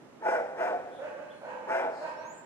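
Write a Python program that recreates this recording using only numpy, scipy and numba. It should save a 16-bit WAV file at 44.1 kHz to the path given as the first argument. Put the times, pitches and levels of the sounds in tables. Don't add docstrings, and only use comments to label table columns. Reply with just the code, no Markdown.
import sys
import numpy as np
from scipy import signal
from scipy.fft import rfft, irfft
from scipy.io import wavfile
from numba import njit

SR = 44100
rng = np.random.default_rng(int(sys.argv[2]) if len(sys.argv) > 2 else 0)


def digitize_waveform(pressure):
    field = np.atleast_2d(pressure).T
    bounded = np.clip(field, -1, 1)
    quanta = np.round(bounded * 32767).astype(np.int16)
    wavfile.write(sys.argv[1], SR, quanta)


N = 108045

# f/Hz, correlation (1 = the same)
STREET_LIKENESS = [(200, 0.6), (550, 0.31), (1100, 0.34), (6000, -0.38)]


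def undb(db):
    return 10 ** (np.asarray(db) / 20)


def unit(x):
    return x / np.sqrt(np.mean(x ** 2) + 1e-20)


def over_bins(points):
    hz, value = np.array(points, float).T
    return np.interp(np.log(np.fft.rfftfreq(2 * N, 1 / SR) + 1), np.log(hz), value)


def filtered(x, gain):
    return irfft(rfft(x, 2 * N) * gain)[..., :N]


def pan(db):
    return undb(np.array([[db], [-db]]) / 2)


def wander(rate):
    return np.interp(np.arange(N) / SR * rate, np.arange(N), rng.standard_normal(N))


def envelope(age, length, attack, release):
    return np.clip(age / attack, 0, 1) * undb(-20 * np.maximum(age - length, 0) / release)


def stereo_noise(likeness):
    alike = np.clip(over_bins(likeness), -.98, .98)
    mid = filtered(rng.standard_normal(N), np.sqrt((1 + alike) / 2))
    side = filtered(rng.standard_normal(N), np.sqrt((1 - alike) / 2))
    return np.array([mid + side, mid - side])


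@njit
def bandpass(x, hz, width):
    y, band_state, low_state = np.empty(len(x)), 0., 0.
    for i in range(len(x)):
        tuning, damping = np.tan(np.pi * hz[i] / SR), width / hz[i]
        band = (band_state + tuning * (x[i] + 1e-18 - low_state)) / (1 + tuning * (tuning + damping))
        band_state = 2 * band - band_state
        low_state += 2 * tuning * band
        y[i] = damping * band
    return y


def resonate(x, table, shift):
    return sum(undb(db) * bandpass(bandpass(x, hz * shift, float(width)), hz * shift, float(width))
               for hz, width, db in table)


def reverb(x, tails, likeness, build_s, treble_life=.84):
    t = np.arange(N) / SR
    response = 0
    for fade_s, db in tails:
        noise = stereo_noise(likeness)
        low = filtered(noise, undb(over_bins([(900, -1), (1500, -15), (6000, -62)])))
        tail = low * undb(-60 * t / fade_s) + (noise - low) * undb(-60 * t / (treble_life * fade_s))
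        tail *= 1 - np.exp(-t / build_s)
        response += undb(db) * unit(tail) / np.sqrt(N)
    power = 1 + sum(undb(db) ** 2 for _, db in tails)
    return (x + filtered(x, rfft(response, 2 * N))) / np.sqrt(power)


def hum():
    # f/Hz, relative level/dB
    spectrum = [(20, -51), (40, -21), (60, -13), (80, -14), (125, -4), (175, -1.5), (240, 1), (350, 1),
                (700, -4.5), (1200, -9.5), (2500, -19), (4500, -27), (6700, -27), (11000, -35),
                (15000, -45)]
    noise = unit(filtered(stereo_noise(STREET_LIKENESS), undb(over_bins(spectrum))))
    return undb(-53.5 + .5 * wander(3.94)) * noise * pan(-3)


def birds(t):
    # t/s, pitch/Hz, relative level/dB
    whistle = [(1.899, 5350, -75), (1.935, 5140, -68), (1.981, 5070, -65), (2.09, 5020, -80),
               (2.151, 5120, -69.5), (2.195, 5620, -64), (2.235, 6030, -70), (2.254, 6390, -61),
               (2.315, 6960, -57), (2.341, 8130, -64), (2.369, 8230, -62), (2.378, 7300, -52),
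               (2.406, 7140, -69)]
    # f/Hz, width/Hz, level/dB
    wheeze_bands = [(4340, 750, 3), (5020, 200, 5), (6600, 3400, -7)]
    # t/s, length/s, top pitch/Hz, relative level/dB, arch and waver as shares of the pitch
    chirps = [(0.89, 0.15, 3530, -63, .1, 0.069), (0.88, 0.18, 9800, -77, .06, 0.037),
              (1.28, 0.064, 3450, -59.5, 0.5, 0.013), (1.274, 0.19, 9400, -77.5, 0, 0.077),
              (2.161, 0.099, 4300, -65.5, 0.3, .06)]
    # time to fade 60 dB/s, level against the direct sound/dB
    trees = [(.4, 3.7)]
    times, hz, db = np.array(whistle).T
    phase = 2 * np.pi * np.cumsum(np.interp(t, times, hz) * (1 + .0147 * wander(900))) / SR
    whistle_db = np.interp(t, times, db, left=-np.inf, right=-np.inf) + 3.5 * wander(70) - 2
    out = undb(whistle_db) * (np.sin(phase) + undb(-21) * np.sin(2 * phase))
    wheeze_age = t - 1.887
    drop = 1 + .22 * np.exp(-np.maximum(wheeze_age, 0) / .031)
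    wheeze = unit(resonate(rng.standard_normal(N), wheeze_bands, drop))
    out += undb(-64) * wheeze * envelope(wheeze_age, length=.21, attack=.072, release=.077)
    for start, length, top_hz, chirp_db, depth, waver in chirps:
        arch = np.sin(np.pi * np.clip((t - start) / length, 0, 1))
        pitch = top_hz * (1 + depth * (arch - 1) + waver * wander(1500))
        out += undb(chirp_db) * arch * np.sin(2 * np.pi * np.cumsum(pitch) / SR)
    thin_note = np.sin(2 * np.pi * np.cumsum(4180 * (1 + .0088 * wander(160))) / SR)
    out += undb(-76) * thin_note * envelope(t - 1.23, length=.29, attack=.13, release=.054)
    return reverb(out * np.sqrt(2), trees, STREET_LIKENESS, build_s=.0054)


def vocal_folds(hz, jitter, shimmer_db, rough):
    cycles = np.cumsum(hz * (1 + jitter * wander(150))) / SR
    pulses = np.diff(np.floor(cycles), prepend=0)
    air = rng.standard_normal(N) * np.exp(-(cycles % 1) / .59)
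    rough = np.clip(rough, 0, 1)
    buzz = np.sqrt(1 - rough ** 2) * unit(pulses) + rough * unit(air)
    return buzz * undb(shimmer_db * wander(150))


def wall_echoes(x, t):
    # delay/s, level/dB
    echoes = [(0.10, -22), (0.16, -6.5), (0.205, -17), (0.28, -16.5)]
    return x + sum(undb(db) * np.interp(t - delay, t, x, left=0) for delay, db in echoes)


def far_dog(t):
    # t/s, length/s, level/dB, pitch/Hz, roughness 0-1, mouth sound/dB, throat resonance/Hz,
    # jaw resonance/dB, mouth opening at the start 0-1
    answers = [(0.986, 0.081, -36, 288, 0.29, -6.5, 550, -9.5, .02),
               (1.414, 0.11, -44, 287.8, 0.73, 4.5, 600, 1.5, .3),
               (1.983, 0.10, -40.5, 311.6, .3, 2, 625, 3.5, .15)]
    # f/Hz, width/Hz, level/dB
    chest = [(367, 260, -52)]
    mouth_bands = [(520, 57, 4.5), (1044, 670, -11.5), (1563, 118, -1.5), (1820, 72, -6.5),
                   (2197, 140, -13), (2478, 240, -13.5), (2970, 67, -15.5), (6500, 2200, -35)]
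    # time to fade 60 dB/s, level against direct sound/dB
    throat_tails = [(0.251, -7), (1.1, -0.5)]
    mouth_tails = [(.45, 3.2), (1.2, 6)]
    attack_s, release_s, pitch_rise, mouth_swing = .0019, .013, .16, .17
    throat_sound, mouth_sound = 0, 0
    for start, length, db, hz, rough, mouth_db, throat_hz, jaw_db, ajar in answers:
        age = t - start
        opening = np.clip(ajar + age / length / .7, 0, 1)
        pitch = hz * (1 + pitch_rise * (opening - .75))
        effort = envelope(age, length, attack_s, release_s)
        level = undb(db) * np.sqrt(np.mean(effort ** 2))
        clear, hoarse = (vocal_folds(pitch, jitter=.06 * r, shimmer_db=1.5, rough=r)
                         for r in (rough, rough + .4))
        yelp = envelope(age, .075, attack_s, release_s)
        throat_sound += level * unit(yelp * resonate(clear, chest + [(throat_hz, 197, 0)], np.ones(N)))
        bright = resonate(hoarse, mouth_bands + [(946, 200, jaw_db)], 1 + mouth_swing * (opening - 1))
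        mouth_sound += level * undb(mouth_db) * unit(effort * opening ** .57 * bright)
    left, right = (reverb(wall_echoes(throat_sound, t), throat_tails, STREET_LIKENESS, build_s=.0019)
                   + reverb(wall_echoes(mouth_sound, t), mouth_tails, STREET_LIKENESS, build_s=.018))
    left = np.interp(t - .00015, t, left)
    return np.array([left, right]) * pan(-3.5)


def yard_colour():
    # f/Hz, width/Hz, boost/dB
    standing_waves = [(519.5, 22, 4), (675, 42, 5.5), (786, 96, 3), (1485, 66, 4), (5085, 41, 7.5),
                      (7820, 300, 11)]
    low_cut_hz = 214
    f = np.fft.rfftfreq(2 * N, 1 / SR)
    rings = 1 + sum((undb(db) - 1) / (1 + 2j * (f - hz) / width) for hz, width, db in standing_waves)
    s = 1j * f / low_cut_hz
    return rings * s ** 2 / (s ** 2 + np.sqrt(2) * s + 1)


def big_dog(t):
    # t/s, length/s, level/dB, pitch/Hz, throat size as a frequency ratio, treble/dB, attack/s,
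    # rasp/dB, widest mouth as a share of the length, jaw resonance at start/Hz, at end/Hz,
    # its level at start/dB, at end/dB
    barks = [(0.205, 0.19, -26, 131, 0.98, -2, 0.051, -28, .54, 884, 774, 1.5, -3.5),
             (0.546, 0.185, -28, 139, 0.97, -1.5, 0.064, -27.5, 0.43, 671, 720, -0.5, 6.5),
             (1.671, 0.19, -28.5, 131, 1.0, 0, 0.016, -26.5, 0.41, 893, 778, 6, -2)]
    # f/Hz, width/Hz, level/dB
    throat = [(418, 190, -8), (515, 100, 1.5), (642, 132, 1), (842, 182, -5)]
    muzzle = [(1491, 302, -5), (2026, 170, -9), (2270, 286, -16.5)]
    # f/Hz, relative level/dB
    teeth = [(1000, -45), (2700, 2), (4200, 11.5), (5400, 20.5), (8000, 8.5), (11500, 6), (14500, -15)]
    # time to fade 60 dB/s, level against the direct sound/dB
    yard_tails = [(0.319, -3), (1.301, -5)]
    # f/Hz, correlation
    yard_likeness = [(200, .9), (800, .88), (1700, .75), (6000, 0.05)]
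    # f/Hz, phase/radians
    left_lead = [(60, -10), (250, 1.43), (550, 0.89), (900, 1.35), (1800, 1.36), (3400, 2.5), (5400, 2),
                 (12000, 19.5)]
    # f/Hz, level/dB
    balance = [(200, -2.5), (550, -1.5), (900, 0), (1600, 2.5), (3500, 0.5), (10000, -0.5)]
    release_s, pitch_arch, jaw_swing, jaw_width_hz = .06, .14, .25, 65
    out, colour = 0, yard_colour()
    for (start, length, db, hz, size, treble_db, attack, rasp_db, widest,
         first_hz, last_hz, first_db, last_db) in barks:
        age = t - start
        progress = np.clip(age / (length + release_s), 0, 1)
        jaw = np.abs(np.sin(np.pi * progress ** .75))
        mouth = np.exp(-.5 * ((age / length - widest) / .31) ** 2)
        buzz = vocal_folds(hz * (1 + pitch_arch * (jaw - .85)), jitter=.085, shimmer_db=3, rough=.88)
        shift = size * (1 + jaw_swing * (jaw - .85))
        glide = np.interp(age, [0, length], [1, last_hz / first_hz])
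        jaw_ring = resonate(buzz, [(first_hz, jaw_width_hz, 0)], glide)
        jaw_ring *= undb(np.interp(age, [0, length], [first_db, last_db]))
        treble = undb(treble_db) * mouth ** .52 * resonate(buzz, muzzle, shift)
        voice = resonate(buzz, throat, shift) + jaw_ring + treble
        rasp = unit(filtered(buzz + rng.standard_normal(N), colour * undb(over_bins(teeth))))
        effort = envelope(age, length, attack, release_s)
        bark = unit(filtered(voice * effort, colour)) * np.sqrt(np.mean(effort ** 2))
        out += undb(db) * (bark + undb(rasp_db) * mouth * rasp * effort)
    in_yard = reverb(out, yard_tails, yard_likeness, build_s=.0022, treble_life=.89)
    ears = np.array([[.5], [-.5]])
    return filtered(in_yard, undb(ears * over_bins(balance)) * np.exp(1j * ears * over_bins(left_lead)))


def scene():
    t = np.arange(N) / SR
    return big_dog(t) + far_dog(t) + birds(t) + hum()


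def record(dry):
    top_hz = 15100
    return signal.sosfilt(signal.ellip(8, .2, 70, top_hz, fs=SR, output="sos"), dry)


dry = scene()
out = record(dry)
digitize_waveform(out)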